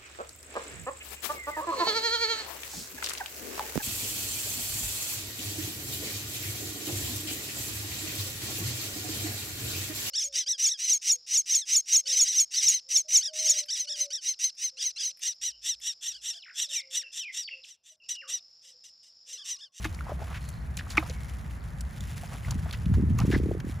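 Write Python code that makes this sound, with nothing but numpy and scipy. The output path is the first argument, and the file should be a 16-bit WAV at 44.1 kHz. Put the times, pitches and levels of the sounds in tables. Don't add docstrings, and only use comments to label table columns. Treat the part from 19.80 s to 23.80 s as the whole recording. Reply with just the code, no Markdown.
import sys
import numpy as np
from scipy import signal
from scipy.fft import rfft, irfft, next_fast_len
from scipy.io import wavfile
from scipy.ndimage import map_coordinates

SR = 44100
rng = np.random.default_rng(int(sys.argv[2]) if len(sys.argv) > 2 else 0)


def transcribe(signal):
    frames = np.atleast_2d(signal).T
    limited = np.clip(frames, -1, 1)
    pcm = np.round(limited * 32767).astype(np.int16)
    wavfile.write(sys.argv[1], SR, pcm)


N = 176400

# f/Hz, relative level/dB
RUMBLE_SPECTRUM = [(22,-54),(42,-9.5),(62,3),(95,-5),(165,-10.5),(260,-24),(600,-57)]
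AIR_SPECTRUM = [(200,0),(700,4),(1900,1),(3000,-17.5),(16000,-92)]
FIZZ_SPECTRUM = [(800,-0.5),(2000,12),(4600,4),(10500,5),(16000,-4)]
CHURN_SPECTRUM = [(30,-12.5),(80,9),(150,1),(260,-19),(450,-28.5),(900,-79)]
SQUIRT_SPECTRUM = [(400,-9),(850,-5.5),(1300,-7.5),(1550,0),(2050,1),(2500,-18),(5500,-32),(9000,-46)]
# t/s, relative level/dB
STIR_ENVELOPE = [(0,-53.5),(.38,-61),(.56,-56),(.92,-65),(1.12,-52.5),(1.62,-61.5),(1.79,-59.5),(1.97,-64.5),(2.28,-56),(2.52,-53.5),(2.95,-58.5),(3.03,-60),(3.28,-64),(3.48,-52),(3.83,-66.5),(3.89,-52.5),(4,-71.5)]
# t/s, level/dB, centre f/Hz, decay/s
MUD_SPITS = [(0.043,-27.5,1700,0.011),(0.058,-43,2190,0.008),(0.147,-43,6400,0.0059),(0.688,-40.5,8600,0.01),
             (0.969,-34,7670,0.0095),(0.9735,-27.5,2780,0.002),(0.987,-36.5,2960,0.011),(1.102,-38.5,5640,.018),(1.17,-29,3370,0.01),(1.297,-36.5,4030,0.0071),
             (2.008,-29.5,7250,0.0024),(2.206,-35,5300,0.0032),(2.708,-26,6900,0.0031),
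             (2.91,-31,3550,0.0024),(2.926,-35,3050,0.013),(3.057,-35.5,2540,0.0019),(3.138,-38,1300,0.012),(3.387,-26.5,9300,0.0019),(3.388,-33,1860,0.0057),(3.402,-21,4170,0.0009),(3.511,-38.5,3640,0.039),(3.801,-36,2500,0.0038)]
# t/s, ring level/dB, click level/dB
PAIL_KNOCKS = [(0.052,-22,-38),(1.179,-13,-7)]
# f/Hz, relative level/dB, t60/s
PAIL_MODES = [(315,-6,0.087),(732,-18.5,0.057),(860,-6,0.035),(1220,-2.5,0.022),(1420,-20,0.03),(2110,-5,0.025),(2540,-22,0.1),(3650,-22.5,0.065)]
# t/s, level/dB, start f/Hz,
# t60/s
BUBBLE_POPS = [(.19,-23,2050,0.0073),(.267,-26.5,810,0.015),(0.208,-22.5,1340,0.014),(.283,-25,1050,0.013),(0.295,-23,690,0.019),(0.309,-31.5,1220,0.023),(0.318,-22,587,.036),(.416,-32,640,.06),
               (0.993,-26,1670,0.024),(1.01,-14.5,1840,0.0045),(1.068,-32.5,1090,0.024),(1.1729,-8.5,1260,0.013),(1.173,-11.5,2410,0.016),(1.181,-11,2110,0.018),(1.226,-25.5,1170,0.021),(1.227,-30,664,0.042),(1.298,-34,490,0.06),
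               (2.433,-31.5,682,0.046),(2.648,-24.5,2150,0.011),(2.858,-35.5,700,0.053),(2.938,-23,1480,0.01),
               (3.389,-22.5,1140,0.023),(3.404,-28.5,793,0.034)]
# t/s, level/dB, half length/s, centre f/Hz
WATER_SLOSHES = [(0.3,-45.5,0.042,750),(0.42,-51,0.046,636),(0.507,-42.5,0.03,980),(.565,-46,0.03,1820),(1.19,-46,0.08,1100),(2.54,-42.5,0.023,750),(2.7,-46,.05,1000),(2.89,-50,0.051,1220),(3.423,-42,0.034,920)]
SUCKING_WHISTLES = [(.68,-64,.16,4270),(1.39,-55.5,.08,2190)]
# t/s, level/dB
CHURN_ENVELOPE = [(2.5,-54),(2.73,-28.5),(2.95,-41),(3.12,-22.5),(3.42,-25.5),(3.7,-31),(3.96,-43.5)]
# t/s, level/dB, start f/Hz
BIG_POCKETS = [(2.754,-24,265),(3.061,-19.5,227),(3.096,-21,314),(3.112,-18,273),(3.145,-14.5,152),(3.171,-19,350),(3.181,-20,437),(3.196,-21,348),
               (3.223,-20,334),(3.234,-19,333),(3.304,-15.5,313),(3.315,-17.5,205),(3.346,-23.5,377),(3.41,-17.5,302),(3.435,-13.5,286),(3.448,-23,487),
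               (3.477,-16.5,391),(3.489,-20.5,463),(3.5,-20,434),(3.533,-18.5,525),(3.561,-16.5,517),(3.598,-23.5,524),(3.632,-25,507),
               (3.658,-22.5,595),(3.686,-23,650),(3.712,-21.5,720),(3.749,-26,760),(3.843,-27,500),(3.867,-28.5,487),(3.894,-30,498)]
# f/Hz, left lead/rad
PORT_LEAD = [(7000,0),(8600,-3.14),(10000,-6.3),(14300,-12.6),(15800,-15.7)]


def amp(db):
    return 10 ** (np.asarray(db) / 20)


def unit(x):
    return x / np.sqrt(np.mean(x ** 2) + 1e-20)


def along(points, hz):
    freqs, values = np.transpose(points)
    return np.interp(np.log(hz + 1), np.log(freqs + 1), values)


def clock(count=N):
    return np.arange(count) / SR


def envelope(rows):
    return amp(np.interp(clock(), *np.transpose(rows)))


def wobble(knots_per_s, count=N):
    return map_coordinates(rng.standard_normal(count // 8), [clock(count) * knots_per_s], mode="mirror")


def filtered(x, response):
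    size = x.shape[-1]
    padded = next_fast_len(size + 4096)
    return irfft(rfft(x, padded) * response(np.fft.rfftfreq(padded, 1 / SR)), padded)[..., :size]


def noise(spectrum):
    return unit(filtered(rng.standard_normal(N), lambda hz: amp(along(spectrum, hz))))


def stereo_noise(spectrum, side_db):
    return unit(noise(spectrum) + np.array([[1], [-1]]) * amp(side_db) * noise(spectrum))


def lead_left(pair, lead_rad):
    return filtered(pair, lambda hz: np.exp(.5j * np.array([[1], [-1]]) * lead_rad(hz)))


def add(track, start_s, sound):
    part = track[max(round(start_s * SR), 0):][:len(sound)]
    part += sound[:len(part)]


def background(rumble_db=-36, air_re_rumble_db=-16):
    rumble = stereo_noise(RUMBLE_SPECTRUM, side_db=-15)
    air = stereo_noise(AIR_SPECTRUM, side_db=-1.5)
    return amp(rumble_db) * (rumble + amp(air_re_rumble_db) * air)


def fizz(re_stir_db=3, clump_db=2.5, grain=.53):
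    grains = rng.standard_normal(N) * np.exp(grain * wobble(1100))
    clumps = amp(clump_db * (wobble(60) + wobble(20) / 2))
    crackle = unit(filtered(grains * clumps, lambda hz: amp(along(FIZZ_SPECTRUM, hz))))
    return amp(re_stir_db) * envelope(STIR_ENVELOPE) * crackle


def cavity_ring(hz, t60_cycles):
    t = clock(1000)
    return np.sin(2 * np.pi * hz * t) * amp(-60 * t * hz / t60_cycles) * (1 - np.exp(-t * hz))


def trickle(per_s=86, centre_hz=3600, re_stir_db=8.5):
    out, stir = np.zeros(N), envelope(STIR_ENVELOPE)
    for when, pitch, size in rng.random((int(per_s * N / SR), 3)):
        hz = centre_hz * np.exp(.8 * (2 * pitch - 1))
        gain = stir[int(when * N)] * amp(re_stir_db - 4.5 * np.log(size + .068))
        add(out, when * N / SR, gain * cavity_ring(hz, t60_cycles=18))
    return out


def spits(width_oct=.66, skirt_db=-3.5, grain=.59, attack_s=.0006):
    out, t = np.zeros(N), clock(8000)
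    for start_s, db, centre_hz, decay_s in MUD_SPITS:
        def band(hz):
            peak = np.exp(-.5 * (np.log2((hz + 1) / centre_hz) / width_oct) ** 2)
            skirt = amp(skirt_db) / (1 + (hz / 11000) ** 2)
            return (peak + skirt) * hz ** 2 / (hz ** 2 + 700 ** 2)

        shape = (1 - np.exp(-t / attack_s)) * np.exp(-t / decay_s)
        grains = rng.standard_normal(len(t)) * np.exp(grain * np.tanh(wobble(935, len(t))))
        rasp = unit(filtered(grains * shape, band))
        spit = unit(rasp + snaps(centre_hz, decay_s, width_oct))
        add(out, start_s, amp(db) * spit * np.sqrt(np.mean(shape ** 2)))
    return out


def snaps(centre_hz, decay_s, width_oct, max_hz=15400):
    out = np.zeros(8000)
    for when, pitch in rng.random((int(2 + 700 * decay_s), 2)):
        hz = min(centre_hz * 2 ** (width_oct * (2 * pitch - 1)), max_hz)
        add(out, 2 * when * decay_s, np.exp(-2 * when) * cavity_ring(hz, t60_cycles=14))
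    return unit(out)


def pail(attack_s=.001, shell_hz=2330, shell_rise_s=.0011):
    out, t = np.zeros(N), clock(6000)
    rise = t / shell_rise_s
    click = (rise * np.exp(1 - rise)) ** 3 * np.sin(2 * np.pi * shell_hz * t)
    for start_s, ring_db, click_db in PAIL_KNOCKS:
        ring = sum(amp(db + rng.normal(0, 1) - 60 * t / t60_s) * np.sin(2 * np.pi * hz * t)
                   for hz, db, t60_s in PAIL_MODES)
        add(out, start_s, amp(ring_db) * ring * (1 - np.exp(-t / attack_s)) + amp(click_db) * click)
    return out


def bubbles(pitch_rise=.076, attack_s=.0012, jitter_rad=.84):
    out, t = np.zeros(N), clock(4800)
    for start_s, db, start_hz, t60_s in BUBBLE_POPS:
        hz = start_hz * (1 + pitch_rise * np.minimum(t / t60_s, 1))
        phase = 2 * np.pi * np.cumsum(hz) / SR + jitter_rad * wobble(513, len(t))
        shape = (1 - np.exp(-t / attack_s)) * amp(-60 * t / t60_s)
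        add(out, start_s, amp(db) * shape * np.sin(phase))
    return out


def hollow_flow(rows, width_oct, lump_db=4):
    out = np.zeros(N)
    for peak_s, db, half_s, centre_hz in rows:
        lumps = rng.standard_normal(N) * amp(lump_db * wobble(130))
        flow = filtered(lumps, lambda hz: (1 + (np.log2((hz + 1) / centre_hz) / width_oct) ** 2) ** -1.15)
        out += amp(db) * np.exp(-((clock() - peak_s) / half_s) ** 2) * unit(flow)
    return out


def churn(lump_db=2):
    return envelope(CHURN_ENVELOPE) * unit(noise(CHURN_SPECTRUM) * amp(lump_db * wobble(50)))


def glug(db, start_hz, end_ratio=.23, rise_cycles=1.47, decay_s=.0071, jitter_rad=.63):
    t = clock(4000)
    cycles = t * start_hz
    fall_cycles = 2.98 * np.exp(.55 * rng.uniform(-1.01, 1))
    hz = start_hz * (end_ratio + (1 - end_ratio) * np.exp(-cycles / fall_cycles))
    shape = (1 - np.exp(-(cycles / rise_cycles) ** 2)) * np.exp(-t / decay_s)
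    phase = 2 * np.pi * np.cumsum(hz) / SR + jitter_rad * wobble(start_hz / 2, len(t))
    return amp(db) * shape / shape.max() * np.sin(phase)


def glugs(small_per_s=70, spread_db=10):
    out = np.zeros(N)
    for start_s, db, hz in BIG_POCKETS:
        add(out, start_s, glug(db, hz))
    big_s, _, big_hz = np.transpose(BIG_POCKETS)
    span_s = big_s[-1] - big_s[0]
    for when, softness, pitch in rng.random((int(small_per_s * span_s), 3)):
        start_s = big_s[0] + when * span_s
        db = np.interp(start_s, *np.transpose(CHURN_ENVELOPE)) - spread_db * softness
        hz = np.interp(start_s, big_s, big_hz) * (1 + pitch) / 2
        add(out, start_s, glug(db, hz))
    return out


def squirt(start_s=3.512, attack_s=.012, hold_s=.02, release_s=.042, db=-30.5, flutter_db=4.5):
    corners_s = start_s + np.cumsum([0, attack_s, hold_s, release_s])
    shape = np.interp(clock(), corners_s, [0, 1, 1, 0]) ** 2
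    return amp(db) * shape * unit(amp(flutter_db * wobble(350)) * noise(SQUIRT_SPECTRUM))


def field(x, side_db=-17, tail_db=-32):
    t = clock(16000)

    def scatter(t60_s):
        impulse = unit(rng.standard_normal(len(t)) * amp(-60 * t / t60_s)) / np.sqrt(len(t))
        return signal.fftconvolve(x, impulse)[:N]

    side = amp(side_db) * scatter(t60_s=.029)
    return np.array([x + sign * side + amp(tail_db) * scatter(t60_s=.42) for sign in (1, -1)])


def scene(foot_lead_rad=-.55):
    foot = lead_left(field(glugs() + churn()), lambda hz: foot_lead_rad)
    flow = hollow_flow(WATER_SLOSHES, width_oct=.86) + hollow_flow(SUCKING_WHISTLES, width_oct=.09)
    return background() + foot + field(bubbles() + spits() + pail() + squirt() + flow + fizz() + trickle())


def record(dry):
    top_hz = 15400
    ports = lead_left(dry, lambda hz: along(PORT_LEAD, hz))
    return filtered(ports, lambda hz: hz < top_hz)


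dry = scene()
out = record(dry)
transcribe(out)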